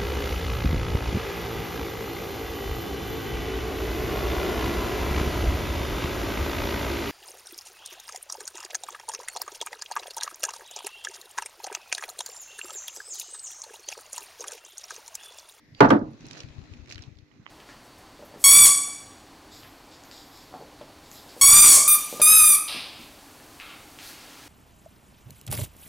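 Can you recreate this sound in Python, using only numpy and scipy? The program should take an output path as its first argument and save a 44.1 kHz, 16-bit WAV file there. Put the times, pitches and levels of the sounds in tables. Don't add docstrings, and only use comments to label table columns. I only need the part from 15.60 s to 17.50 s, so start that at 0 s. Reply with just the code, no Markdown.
import sys
import numpy as np
from scipy import signal
from scipy.fft import rfft, irfft, next_fast_len
from scipy.io import wavfile
from scipy.ndimage import uniform_filter1d

SR = 44100
rng = np.random.default_rng(int(sys.argv[2]) if len(sys.argv) > 2 else 0)


def to_wav(s):
    ch = np.atleast_2d(s).T
    pcm = np.round(np.clip(ch, -1, 1) * 32767)
    wavfile.write(sys.argv[1], SR, pcm.astype(np.int16))


def ratio(d):
    e = np.asarray(d, float) / 20
    return 10 ** e


N = 83790

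# start_s, ring_db, boom_db, crack_db
LANDINGS = [
    (.2050, -5.5, -4, -17.5),
    (.243, -17, -13, -47),
    (.3022, -26.5, -24, -23.5),
    (.3050, -8, -12.5, -15),
    (.414, -40, -60.5, -57),
]
# pitch_hz, level_db, t60_s
EDGE_MODES = [(147, -11, 0.45), (274.2, -7.5, 0.5), (296.3, -12, 0.17), (415, 11, 0.037),
              (547, -17.5, 0.47), (713.3, -5.5, 0.0093), (865, -4, 0.14), (990, -1, 0.091),
              (1139, -12, 0.11), (1459, -12, 0.41), (1405, -1, 0.027)]
FLAT_MODES = [(118, 8.5, 0.14), (137.8, -3, 0.24), (210.8, 4, 0.2), (273.2, -7, 0.71), (333.8, -7, 0.43),
              (522, -2, 0.14), (577, -18.5, 0.34), (900, -10.5, 0.18), (1171, -1, 0.056), (1540, -7, 0.065)]
EDGE_COUNT = 2
LONGEST_RING_S, SWELL_HZ = .36, 750
# start_s, change_db
CHOKES = [
    (.262, -5),
    (.378, -5),
]
# freq_hz, density_db_per_hz
BOOM_COLOUR = [(18, -64), (30, -40.5), (123, 1.5), (190, -15), (284, -3.5), (369, -13), (1470, -16),
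               (5450, -50.5), (15500, -90.5)]
# freq_hz, t60_s
BOOM_T60 = [(60, 0.49), (250, 0.5), (1000, 0.33), (2500, 0.15), (6000, 0.25), (12000, 0.11)]
# freq_hz, likeness (0 to 1)
BOOM_ALIKE = [(100, 0.86), (300, 1), (700, .6), (1500, 0.1)]
# freq_hz, density_db_per_hz
CRACK_COLOUR = [(180, -32.5), (300, -6), (1380, -9), (1890, -7.5), (6240, -23), (14100, -59.5),
                (15800, -81)]
BENCH_ATTACK_S, BOOM_ATTACK_S, CRACK_ATTACK_S = .0004, .001, .0003
# freq_hz, extra_left_over_right_db
KNOCK_PAN = [(100, -1), (300, 3), (700, -1), (3000, 0), (10000, 6)]
KNOCK_PAN_DB = -2.5

# start_s, tick_db, ring_db
STRIKES = [
    (.2052, -15, -63),
    (.3024, -32, -76),
    (.3058, -21, -61),
    (.508, -80, -76),
]
# pitch_hz, level_db, t60_s
STEEL_MODES = [(6900, -6, .1), (8600, -3, .2), (9800, -5, .15), (11050, 0, .16), (12600, -6, .1)]
# freq_hz, density_db_per_hz
TICK_COLOUR = [(500, -14), (1300, 0), (3200, -10), (6000, -16), (9000, -35), (13500, -33), (15500, -41),
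               (16400, -56)]
# start_s (centre), level_db, pitch_hz, half_width_s
ROCKS = [
    (.27, -41, 27, .055),
    (.251, -11, 277, .014),
    (.334, -19, 216, .014),
    (.358, -16, 288, .019),
    (.47, -38, 310, .03),
    (.52, -45, 225, .04),
]

# start_s, pitch_hz, level_db, t60_s
CHIME = (.138, 4720, -55, .5)
# start_s, peak_db
TAPS = [
    (1.715, -43.5),
    (1.859, -40),
    (1.8644, -23.5),
    (1.8752, -39),
    (1.879, -43.5),
]
# pitch_hz, level_db, t60_s
TAP_MODES = [(1150, 0, .007), (2000, 0, .007), (3000, -3, .008)]

# start_s, peak_db, pitch_hz, t60_ms
SNAPS = [(0.1476, -42, 3330, 12), (0.2604, -44, 8200, 6.9), (.288, -41, 5070, 6.5),
         (0.292, -35.5, 5600, 1.7), (.392, -51.5, 5700, 7.8), (0.533, -56.5, 5200, 3.6),
         (0.6072, -47, 5070, 4.3), (0.6557, -43, 4930, 4.4), (.6672, -49, 6500, 6),
         (0.6664, -40, 9600, 6.5), (0.685, -41, 5500, 9.8), (0.7106, -33.5, 4070, 6.2),
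         (.7106, -34.5, 7000, 3.3), (0.7285, -53, 2500, 8), (0.732, -36, 4740, 12), (0.7705, -39, 1450, 15),
         (0.775, -37, 5500, 12), (0.781, -40.5, 6250, 5.8), (.790, -41, 5600, 5.5), (0.802, -45, 4460, 6),
         (0.8036, -30.5, 3300, 8.5), (.8044, -33, 5240, 3.9), (.820, -49, 2980, 5.6),
         (.834, -40, 2140, 7.2), (0.887, -46.5, 4000, 6.6), (1.039, -53, 4330, 5.7), (1.137, -41, 2594, 8),
         (1.169, -55, 2200, 8), (1.203, -61, 1800, 5.4), (1.2592, -47.5, 1716, 7.9),
         (1.274, -46.5, 1980, 10), (1.2934, -43, 4300, 7), (1.3008, -35.5, 5950, 5.5),
         (1.303, -52, 4300, 6), (1.311, -35.5, 2350, 5.5), (1.315, -38, 6200, 8.8),
         (1.3234, -33, 5300, 2.6), (1.3236, -32.5, 2450, 4.6), (1.3454, -37.5, 4800, 5.5),
         (1.3572, -38, 1870, 7.2), (1.3571, -37, 3940, 4.5), (1.3793, -39.5, 1650, 9),
         (1.3806, -36, 2840, 7.4), (1.391, -41.5, 1860, 10), (1.4218, -39, 5460, 15), (1.429, -47, 4140, 6),
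         (1.4372, -41, 3470, 7), (1.5707, -57, 3900, 7), (1.587, -47, 4200, 3.3), (1.6858, -64, 2760, 6)]
# freq_hz, level_db
SHEET_COLOUR = [(300, -23), (1200, -9), (2500, -2), (6500, -7.5), (8200, -22), (14000, -33.5),
                (16000, -65.5)]
# start_s, pressure_db, pan_db
RUB = [(0, -97.5, 49), (.19, -58.5, -16), (.38, -67.5, -1.5), (.58, -61, 0.5), (.68, -52, -1),
       (.81, -47.5, -2.5), (.86, -57, 1.5), (.97, -58, 3.5), (1.14, -58, 1), (1.27, -63, -1),
       (1.30, -49.5, -5), (1.36, -58, 0), (1.44, -57, -3.5), (1.5, -64.5, -2.5), (1.67, -71.5, -5),
       (1.72, -69.5, -11.5), (1.85, -68, -7.5), (1.9, -56, -2.5)]
# freq_hz, density_db_per_hz
CLOTH_COLOUR = [(180, -30), (300, 2), (1000, -6.5), (6800, -13.5), (8200, -30.5), (15500, -47)]
# pitch_hz, width_hz, level_db
HOLLOWS = [(1890, 520, -10), (2520, 430, 1), (4070, 560, 1)]

# start_s (centre), peak_db, pitch_hz
BUMPS = [(0.847, -36, 114), (0.906, -45, 70), (0.991, -33, 102.6), (1.028, -49, 59.3), (1.121, -39, 90),
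         (1.2, -41.5, 72), (1.232, -44, 87.5), (1.304, -46.5, 99), (1.361, -39, 90), (1.402, -39.5, 104),
         (1.483, -38, 116), (1.525, -46.5, 90), (1.566, -48, 71.3), (1.599, -48.5, 106.2),
         (1.631, -48.5, 104.4)]
# start_s (centre), peak_db, pitch_hz
NUDGES = [
    (.128, -43, 131),
    (.155, -49, 108),
    (.421, -20.5, 257),
    (.645, -39, 275),
    (1.8, -43, 128.7),
]

# freq_hz, density_db_per_hz
HUM_COLOUR = [(15, -55), (25, -24.5), (53, -14.5), (71, -22.5), (143, -4), (182, -14.5), (240, -6.5),
              (484, -32), (1500, -32), (1950, -59), (3300, -120)]
# start_s, level_db
HUM_LEVEL = [(0, -65.5), (.5, -56.5), (.7, -52.5), (.9, -56), (1.35, -58.5), (1.6, -72), (1.72, -59.5)]
# freq_hz, density_db_per_hz
AIR_COLOUR = [(350, -46), (600, -11), (1290, -23.5), (1990, -3.5), (2610, -20), (5440, -17), (8180, -39),
              (14300, -33), (15300, -52.5)]
# pitch_hz, level_db
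MAINS = [(250, -76), (300.5, -67), (401, -76), (499, -79)]


def unit(x):
    return x / np.sqrt(np.mean(x ** 2) + 1e-20)


def along(points, hz):
    f, v = np.transpose(points)
    return np.interp(np.log(hz + 1), np.log(f + 1), v)


def curves(rows):
    s, *cols = np.transpose(rows)
    return [np.interp(np.arange(N) / SR, s, c) for c in cols]


def filtered(x, response):
    n = x.shape[-1]
    m = next_fast_len(n + 4096)
    return irfft(rfft(x, m) * response(np.fft.rfftfreq(m, 1 / SR)), m)[..., :n]


def sides(pan_db):
    return ratio(np.array([pan_db / 2, -pan_db / 2]))


def pair(noise, spectrum, alike):
    def mid_side(hz):
        turn = np.arccos(np.clip(along(alike, hz), -1, 1)) / 2
        return ratio(along(spectrum, hz)) * [np.cos(turn), np.sin(turn)]
    mid, side = filtered(noise, mid_side)
    return unit(np.array([mid + side, mid - side]))


def patchy(noise, patchy_db):
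    z = signal.stft(noise, nperseg=512)[2]
    field = rng.standard_normal(z.shape[1:])
    field = uniform_filter1d(field, size=5, axis=0)
    field = uniform_filter1d(field, size=6, axis=1)
    return signal.istft(z * ratio(patchy_db * unit(field)), nperseg=512)[1][:, :N]


def add(out, s, sound):
    part = out[:, round(s * SR):][:, :sound.shape[-1]]
    part += sound[..., :part.shape[-1]]


def ring(modes, t, attack_s):
    total = 0
    for hz, db, t60 in modes:
        phase = rng.normal(0, 1, (2, 1)) * min(hz / 900, 2)
        swell = 1 - np.exp(-t / (attack_s * (1 + (SWELL_HZ / hz) ** 4)))
        fall = ratio(db - 60 * t / min(t60, LONGEST_RING_S))
        total = total + fall * np.sin(2 * np.pi * hz * t + phase) * swell
    return total


def dense_boom(t):
    noise = pair(rng.standard_normal((2, len(t))), BOOM_COLOUR, BOOM_ALIKE)
    hz, at, z = signal.stft(noise, SR, nperseg=256)
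    hz = hz[:, None]
    swell_s = BENCH_ATTACK_S * (1 + (SWELL_HZ / (hz + 100)) ** 4)
    swell = 1 - np.exp(-(at + BOOM_ATTACK_S) / swell_s)
    fall = ratio(-60 * at / along(BOOM_T60, hz))
    return signal.istft(z * swell * fall, SR, nperseg=256)[1][:, :len(t)]


def landings():
    out, t = np.zeros((2, N)), np.arange(SR // 2) / SR
    for k, (s, ring_db, boom_db, crack_db) in enumerate(LANDINGS):
        boom = dense_boom(t) * (1 - np.exp(-(t / BOOM_ATTACK_S) ** 2))
        crack = pair(rng.standard_normal((2, len(t))), CRACK_COLOUR, BOOM_ALIKE)
        crack = crack * ratio(-60 * t / 0.013) * (1 - np.exp(-t / CRACK_ATTACK_S))
        bench = ring(EDGE_MODES if k < EDGE_COUNT else FLAT_MODES, t, BENCH_ATTACK_S)
        choke_db = np.zeros(len(t))
        for when, db in CHOKES:
            if when > s:
                choke_db += db / (1 + np.exp(-np.clip((s + t - when) / .004, -50, 50)))
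        body = ratio(ring_db) * bench + ratio(boom_db) * boom
        add(out, s, body * ratio(choke_db) + ratio(crack_db) * crack)
    return out


def steel_strikes():
    out, t = np.zeros((2, N)), np.arange(SR // 2) / SR
    for s, tick_db, ring_db in STRIKES:
        fall = ratio(-60 * t / .014) + ratio(-19 - 60 * t / .16)
        fall = fall * (1 - np.exp(-t / CRACK_ATTACK_S))
        tick = pair(rng.standard_normal((2, len(t))), TICK_COLOUR, BOOM_ALIKE) * fall
        strike = ratio(tick_db) * tick + ratio(ring_db) * ring(STEEL_MODES, t, CRACK_ATTACK_S)
        add(out, s, strike * sides(-9)[:, None])
    return out


def rocking():
    out = np.zeros((2, N))
    for s, db, hz, half_width_s in ROCKS:
        u = np.arange(N) / SR - s
        swell = np.exp(-(u / half_width_s) ** 2)
        out += ratio(db) * swell * np.sin(2 * np.pi * hz * u) * sides(-1.3)[:, None]
    return out


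def chime():
    out, t = np.zeros((2, N)), np.arange(SR // 2) / SR
    s, hz, db, t60 = CHIME
    drift = np.cumsum(rng.normal(0, 0.0083, (2, len(t))), axis=1)
    fall = ratio(db - 60 * t / t60) * (1 - np.exp(-t / 0.012))
    add(out, s, fall * np.sin(2 * np.pi * hz * t + drift))
    return out


def gear_contacts():
    out, t = np.zeros((2, N)), np.arange(SR // 2) / SR
    pan = sides(-12.5 - KNOCK_PAN_DB)[:, None]
    for s, db in TAPS:
        knock = filtered(ring(TAP_MODES, t, attack_s=.0005), lambda hz: 1 / (1 + (hz / 4500) ** 6))
        add(out, s, ratio(db - 4.0) * knock * pan)
    return out


def bench_to_ports(sound):
    left_lag_s = .00027

    def path(hz):
        lag = np.exp(-1j * np.pi * hz * left_lag_s * np.array([[1], [-1]]))
        low_cut = (1j * hz / (90 + 1j * hz)) ** 2
        return lag * sides(KNOCK_PAN_DB + along(KNOCK_PAN, hz)) * low_cut
    return filtered(sound, path)


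def sheet_crackles():
    out, t, pan_db = np.zeros((2, N)), np.arange(2048) / SR, curves(RUB)[1]
    lead = 128
    for s, db, hz, t60_ms in SNAPS:
        fall = ratio(-60 * t / t60_ms * 1e3) + ratio(-22 - 60 * t / 0.057)
        burst = rng.standard_normal((2, len(t))) * fall * (1 - np.exp(-t / .0003))
        burst = np.pad(burst, ((0, 0), (lead, 0)))

        def colour(f):
            damping = 1j * f * .7 * hz
            peak = (damping / (hz * hz - f * f + damping)) ** 2
            return (peak + ratio(-8)) * ratio(along(SHEET_COLOUR, f))
        burst = filtered(burst, colour)
        burst = burst / np.abs(burst).max(1, keepdims=True)
        pan = sides(pan_db[round(s * SR)] - 3)[:, None]
        add(out, s - lead / SR, ratio(db + 2) * burst * pan)
    return out


def glove_rub():
    press_db, pan_db = curves(RUB)
    grit_per_s, grit_spread_db, grit_db = 1800, 2, -0.5
    sizes = ratio(grit_spread_db * rng.exponential(size=N)) * (rng.random(N) < grit_per_s / SR)
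    grain = ratio(-60 * np.arange(200) / SR / 0.002)
    gate = unit(np.convolve(sizes, grain)[:N])
    hiss = patchy(rng.standard_normal((2, N)), patchy_db=3.0)
    hiss = hiss + ratio(grit_db) * gate * rng.standard_normal((2, N))

    def cavities(f):
        return 1 + sum(ratio(db) / (1 + ((f - hz) / w * 2) ** 2) for hz, w, db in HOLLOWS)
    cloth = pair(filtered(hiss, cavities), CLOTH_COLOUR, [(300, .7), (1000, .1), (8000, 0.027)])
    return ratio(press_db) * sides(pan_db) * cloth


def bumps():
    out, t = np.zeros((2, N)), np.arange(N) / SR
    cycles, scuff_db, scuff_s = 1.09, -20, 0.043
    scuff = filtered(rng.standard_normal(N), lambda f: f / (1 + (f / 90) ** 2) / (1 + (f / 400) ** 4))
    scuff = unit(scuff)
    for rows, pan_db in (BUMPS, 19), (NUDGES, -3.5):
        pan = (2 * sides(pan_db) / sides(pan_db).sum())[:, None]
        for s, db, hz in rows:
            u = (t - s) * hz
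            bell = np.exp(-(u / (0.69 * cycles)) ** 2)
            push = bell * np.cos(2 * np.pi * u + rng.uniform(0, 2 * np.pi))
            push = push + ratio(scuff_db) * scuff * np.exp(-((t - s) / scuff_s) ** 2)
            out += ratio(db + 1) * push * pan
    return out


def room():
    hum_db, = curves(HUM_LEVEL)
    hum = patchy(rng.standard_normal((2, N)), patchy_db=3)
    hum = pair(hum, HUM_COLOUR, [(60, 0.69), (200, 0.38), (1000, 0.23)])
    air = patchy(rng.standard_normal((2, N)), patchy_db=0.5)
    air = pair(air, AIR_COLOUR, [(600, 0.5), (4000, .05)])
    air_db = -65.5 - 6.5 * (np.arange(N) > .25 * SR)
    return ratio(hum_db + 2.5) * hum + ratio(air_db) * air


def mains():
    out, t = np.zeros(N), np.arange(N) / SR
    for hz, db in MAINS:
        drift = np.cumsum(rng.normal(0, .006, N))
        out += ratio(db + 3) * np.sin(2 * np.pi * hz * t + drift)
    return out


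def scene():
    on_bench = bench_to_ports(landings() + chime() + gear_contacts())
    hands = sheet_crackles() + glove_rub() + bumps()
    background = room()
    gear = on_bench + steel_strikes() + rocking()
    return gear + hands + background + mains()


def band_limit(x):
    return signal.sosfilt(signal.butter(12, 16490, fs=SR, output="sos"), x)


def record(dry):
    clip_top, clip_hard = 1.0, 8
    clipped = dry / (1 + np.abs(dry / clip_top) ** clip_hard) ** (1 / clip_hard)
    mix = filtered(clipped, lambda hz: hz < 16450)
    return band_limit(mix)


dry = scene()
out = record(dry)
to_wav(out)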